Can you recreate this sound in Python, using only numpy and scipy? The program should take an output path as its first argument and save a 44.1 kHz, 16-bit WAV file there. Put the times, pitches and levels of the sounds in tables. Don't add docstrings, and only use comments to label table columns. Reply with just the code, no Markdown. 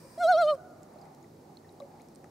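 import sys
import numpy as np
from scipy import signal
from scipy.fft import rfft, irfft, next_fast_len
from scipy.io import wavfile
from scipy.ndimage import uniform_filter1d, map_coordinates

SR = 44100
rng = np.random.default_rng(int(sys.argv[2]) if len(sys.argv) > 2 else 0)


def wrap_up_sound(samples):
    columns = np.atleast_2d(samples).T
    tamed = np.clip(columns, -1, 1)
    steps = np.round(tamed * 32767).astype(np.int16)
    wavfile.write(sys.argv[1], SR, steps)


N = 101429
T = np.arange(N) / SR

# f/Hz, likeness (1 = the same)
EAR_LIKENESS = [(30, 0.96), (70, 0.79), (150, 0.99), (300, 0.99), (800, 0.3), (2000, 0.27), (6000, 0.49),
                (13000, 0.4)]


def amp(db):
    return 10 ** (np.asarray(db) / 20)


def along(points, hz):
    freqs, values = np.transpose(points)
    return np.interp(np.log(hz + 1), np.log(freqs + 1), values)


def curves(rows):
    times, *columns = np.transpose(rows)
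    return [uniform_filter1d(np.interp(T, times, column), size=260) for column in columns]


def wobble(rate):
    return map_coordinates(rng.standard_normal(4000), [T * rate], mode="wrap")


def filtered(x, response):
    size = next_fast_len(N + SR // 2)
    return irfft(rfft(x, size) * response(np.fft.rfftfreq(size, 1 / SR)), size)[..., :N]


def pan(db):
    return amp(np.array([[.5], [-.5]]) * db)


def rush(spectrum, likeness):
    def response(hz):
        angle = np.arccos(np.clip(along(likeness, hz), -1, 1)) / 2
        return amp(along(spectrum, hz)) * [np.cos(angle), np.sin(angle)]
    mid, side = filtered(rng.standard_normal((2, N)), response)
    noise = np.array([mid + side, mid - side])
    return noise / np.sqrt(np.mean(noise ** 2))


def outdoors():
    # f/Hz, relative level/dB
    wind_colour = [(15, -55), (25, -25.5), (86, -10.5), (120, -6.5), (145, -0.5), (164, -1), (179, -5.5),
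                   (202, -2.5), (244, -1), (286, -5), (358, -0.5), (391, -4.5), (525, -6.5), (706, -13),
                   (757, -23.5), (966, -15), (1600, -36), (2080, -53), (3520, -120)]
    ripple_colour = [(300, -29), (550, -7), (800, 6.5), (1000, -10), (1200, -9), (1500, -19.5), (2100, -21),
                     (3000, -33.5), (6000, -50)]
    air_colour = [(1000, -3), (1500, 0), (2100, -2), (2600, -7), (3300, -8.5), (4300, -3.5), (6500, -5.5),
                  (9400, -9.5), (15500, -12)]
    # t/s, level/dB
    ripple_levels = [(0, -67.5), (.8, -62), (1.02, -54.5), (1.18, -57), (1.35, -66), (1.53, -60.5),
                     (1.7, -63), (1.95, -54.5), (2.08, -65), (2.22, -61.5), (2.3, -63)]
    # f/Hz, level/dB
    drone_tones = [(95, -70.5), (153.5, -68.5)]
    wind = amp(-54.5 + .28 * wobble(7)) * rush(wind_colour, EAR_LIKENESS)
    ripples = amp(curves(ripple_levels)[0] + 2 * wobble(12)) * rush(ripple_colour, EAR_LIKENESS)
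    drone = 0
    for hz, db in drone_tones:
        strength = np.sqrt(2) * amp(db + 3.5 * wobble(8.4))
        drone += strength * np.sin(2 * np.pi * hz * T + 2.4 * wobble(8))
    air = amp(-67.5) * rush(air_colour, EAR_LIKENESS)
    return pan(-1) * (wind + ripples + drone + air)


def zoom_motor(stop_s=.56, fade_s=.008):
    # f/Hz, relative level/dB
    motor_colour = [(590, -32), (1000, 2), (1080, -3.5), (1260, -10.5), (1490, -12), (1880, -10),
                    (2130, -22.5), (2390, -7.5), (2560, -22.5), (2770, -20), (3110, -30), (4440, -18.5),
                    (4870, -9), (6480, -20), (8060, -16.5), (8640, -8), (10000, -24.5), (12800, -22),
                    (15500, -21)]
    running = np.clip((stop_s - T) / fade_s, 0, 1)
    return amp(-59) * running * rush(motor_colour, likeness=[(1000, .31)])


def plops():
    # t/s, f/Hz, level/dB, swell/s, time to fade 60 dB/s, left minus right/dB
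    pockets = [(0.044, 536, -48, .008, 0.18, 2), (.957, 603, -46.5, 0.0078, 0.046, -10),
               (1.803, 592, -38, 0.001, 0.047, -4), (1.8035, 1140, -50, 0.0023, 0.031, 15),
               (1.813, 561.3, -36.5, 0.014, .11, -1.5), (2.243, 760, -53, 0.00067, 0.019, -24),
               (2.2444, 1270, -54.5, 0.0022, .025, 9)]
    sound, t = np.zeros((2, N + SR)), T[:SR // 6]
    for start, hz, db, swell, fade, pan_db in pockets:
        shape = np.minimum(t / swell, 1) * amp(db - 60 * np.maximum(t - swell, 0) / fade)
        onset = round(start * SR)
        sound[:, onset:onset + len(t)] += pan(pan_db) * shape * np.sin(2 * np.pi * hz * t)
    return sound[:, :N]


def swing(points, arch=1.7):
    times, values = np.transpose(points)
    index = np.arange(len(times))
    position = np.interp(T, times, index)
    height, step = np.abs(np.sin(np.pi * position / 2)) ** arch, np.floor(position)
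    return np.interp(step + np.where(step % 2, 1 - height, height), index, values)


def loon(attack_s=.0055, release_s=.015, split_hz=4350):
    # t/s, f/Hz
    pitch_turns = [(.172, 635), (.213, 716.3), (.259, 641.3), (.303, 740.8), (.355, 623.4), (.399, 705.3),
                   (.453, 594), (.496, 616.4), (.562, 527)]
    # t/s, first/dB, second/dB, third before its trim/dB
    hoot_levels = [(0.176, -31.5, -66, -72), (0.188, -39, -67, -63), (0.212, -29, -35, -52.5),
                   (0.23, -26, -33.5, -50.5), (0.256, -19, -42.5, -69), (0.27, -23, -40.5, -60),
                   (0.292, -20, -28, -57), (0.314, -17.5, -27, -52), (0.33, -21.5, -36, -53),
                   (0.352, -20.5, -37.5, -68), (0.368, -22, -41, -72), (0.386, -22.5, -31, -53),
                   (0.404, -23.5, -30, -47.5), (0.424, -20.5, -30.5, -52), (0.458, -24, -45.5, -75),
                   (0.492, -23, -28.5, -54), (0.508, -23.5, -32, -54), (0.532, -26, -35.5, -84),
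                   (0.554, -38.5, -62, -64), (0.566, -54.5, -82.5, -88)]
    # t/s, level below split_hz/dB, level above it/dB
    treble_levels = [(0.18, -67.5, -65), (0.22, -60.5, -55.5), (0.242, -43.5, -50), (0.26, -49, -55),
                     (0.298, -54.5, -50.5), (0.31, -56.5, -54), (0.328, -42.5, -51.5), (0.336, -42.5, -57),
                     (0.374, -51, -58), (0.384, -52, -49), (0.402, -50.5, -59), (0.42, -44, -50.5),
                     (0.436, -45, -59), (0.462, -61.5, -57), (0.482, -40.5, -81), (0.508, -41.5, -65.5),
                     (0.534, -70.5, -84), (0.545, -76, -80)]
    # f/Hz, relative level/dB
    throat_colour = [(2400, -19), (2600, -22), (2850, -14), (3020, 0), (3120, 0), (3300, -7), (3520, -11),
                     (3720, -3), (3850, -3), (4100, 3), (4350, 0), (4650, -3), (5050, -12), (5450, -7),
                     (5900, -9), (6300, -21), (6600, -14), (6850, -19), (7150, -10), (7550, -21),
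                     (8000, -14), (8500, -25), (10500, -19), (12000, -25), (15000, -36)]
    # f/Hz, left minus right/dB
    balance = [(650, -1.5), (1350, 1.5), (3000, 3), (4500, 4), (9000, -1)]
    hz = swing(pitch_turns)
    first_db, second_db, third_db = curves(hoot_levels)
    treble_db, top_db = curves(treble_levels)
    phase = 2 * np.pi * np.cumsum(hz * (1 + .0016 * wobble(350))) / SR
    hoot = amp(first_db) * np.cos(phase) + amp(second_db) * np.cos(2 * phase + 1)
    hoot += amp(third_db - 2.5) * np.cos(3 * phase)

    harmonics = np.arange(4, 21)[:, None]
    high = 1 / (1 + (split_hz / (harmonics * hz)) ** 40)
    flicker_db = (5 + high) * np.array([wobble(54) for _ in harmonics])
    throat = amp(along(throat_colour, harmonics * hz) + flicker_db)
    bands = [(treble_db, throat * (1 - high)), (top_db, throat * high)]
    gains = sum(amp(db) * band / np.linalg.norm(band, axis=0) for db, band in bands)
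    treble = np.sum(gains * np.cos(harmonics * phase + harmonics ** 2), axis=0)

    puffs = (1 + np.cos(phase)) / 2
    rasp = amp(treble_db - 16) * rush(throat_colour, EAR_LIKENESS) * puffs
    fade_in = np.clip((T - hoot_levels[0][0]) / attack_s, 0, 1)
    fade_out = np.clip((hoot_levels[-1][0] - T) / release_s + 1, 0, 1)
    voice = np.sqrt(2) * fade_in * fade_out * (hoot + treble + rasp)
    return filtered(voice, lambda f: pan(along(balance, f)))


def scatter(x, fades, delay_s=0):
    hz, t, noise = signal.stft(rng.standard_normal((3, SR)), SR, nperseg=256)
    tails = signal.istft(noise * amp(-60 * t / along(fades, hz)[:, None]), SR, nperseg=256)[1]
    tails = tails[:2] * .5 + tails[2]
    tails = np.pad(tails / np.linalg.norm(tails[0]), ((0, 0), (round(delay_s * SR), 0)))
    return signal.fftconvolve(x, tails, axes=1)[:, :N]


def shore(x):
    # f/Hz, time to fade 60 dB/s
    tree_fades = [(600, 1.63), (1400, 1.84), (4000, 0.88), (10000, 0.44)]
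    # f/Hz, gain/dB
    far_colour = [(550, -2.5), (720, 3), (1150, -2), (1420, 2), (3000, -10.5), (8000, -6)]
    near_colour = [(700, -17), (1450, -15), (3000, -1), (9000, 3)]
    trees = amp(-32.5) * scatter(x, tree_fades)
    bank = amp(-35.5) * scatter(x, fades=[(1000, .54)], delay_s=.29)
    surface = amp(-11) * scatter(x, fades=[(1000, .025)])
    far = filtered(trees + bank, lambda hz: amp(along(far_colour, hz)))
    return far + filtered(surface, lambda hz: amp(along(near_colour, hz)))


def drips(attack_s=.00027, tick_fade_s=.0072):
    # t/s, f/Hz, ring level/dB, time to fade 60 dB/s, slide/(octaves a second),
    # tick level before colouring/dB, left minus right/dB
    drops = [(0.832, 7140, -51, 0.014, -13, -52.5, -10), (.936, 8560, -56, 0.0089, 11, -72, 7),
             (0.986, 4000, -63, 0.056, 34, -59, 6), (1.014, 4970, -56.5, 0.061, -12, -57, -4),
             (1.055, 1930, -58, .04, 22, -58.5, 2), (1.148, 4070, -58, 0.012, -4, -50.5, -1),
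             (1.228, 6830, -55.5, 0.013, 0, -61, 7), (1.243, 1960, -56, 0.029, 3, -66, 1),
             (1.5707, 4170, -42, 0.011, -9, -59, -3), (1.645, 1846, -60, 0.066, -1, -72, 5),
             (1.692, 4010, -51.5, 0.02, -9, -70, -1.5), (1.724, 9750, -53, 0.0071, 10, -64, 0),
             (1.8016, 3870, -47, 0.015, 5, -54, 6), (1.8075, 3950, -52.5, 0.011, 2, -68, 1),
             (1.821, 2100, -53, 0.011, 1, -64, 7), (1.998, 2130, -55, .035, 29, -61.5, 5),
             (2.009, 3760, -56, 0.015, 45, -80, 8), (2.018, 7060, -50, 0.0025, 12, -50, 6.5),
             (2.086, 5200, -51, 0.0056, 10, -51.5, -3), (2.149, 8400, -57, 0.027, 8, -59, -5),
             (2.1583, 4950, -49, 0.0058, 12, -48, -9.5), (2.243, 1850, -45.5, 0.0086, -8, -56, 6.5)]
    # f/Hz, gain/dB
    tick_colour = [(300, -4), (1500, -14), (3000, -15), (5000, 5.5), (8000, 0), (11000, -2), (15000, -19)]
    rings, ticks = np.zeros((2, 2, N + SR))
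    t = T[:SR // 6]
    for start, hz, db, fade, slide, tick_db, pan_db in drops:
        drift, noise = rng.standard_normal((2, len(t)))
        pitch = hz * 2 ** np.minimum(slide * t, 1)
        phase = np.cumsum(2 * np.pi * pitch / SR + .074 * drift)
        ring = amp(db - 60 * t / fade) * (1 - np.exp(-t / attack_s)) * np.sin(phase)
        tick = amp(tick_db - 60 * t / tick_fade_s) * noise
        onset = round(start * SR)
        rings[:, onset:onset + len(t)] += pan(pan_db) * ring
        ticks[:, onset:onset + len(t)] += pan(pan_db) * tick
    return rings[:, :N] + filtered(ticks[:, :N], lambda f: amp(along(tick_colour, f)))


def scene():
    pond = plops() + loon() + drips()
    return pond + shore(pond) + outdoors() + zoom_motor()


def record(dry, top_hz=15750):
    return filtered(dry, lambda hz: hz < top_hz)


dry = scene()
out = record(dry)
wrap_up_sound(out)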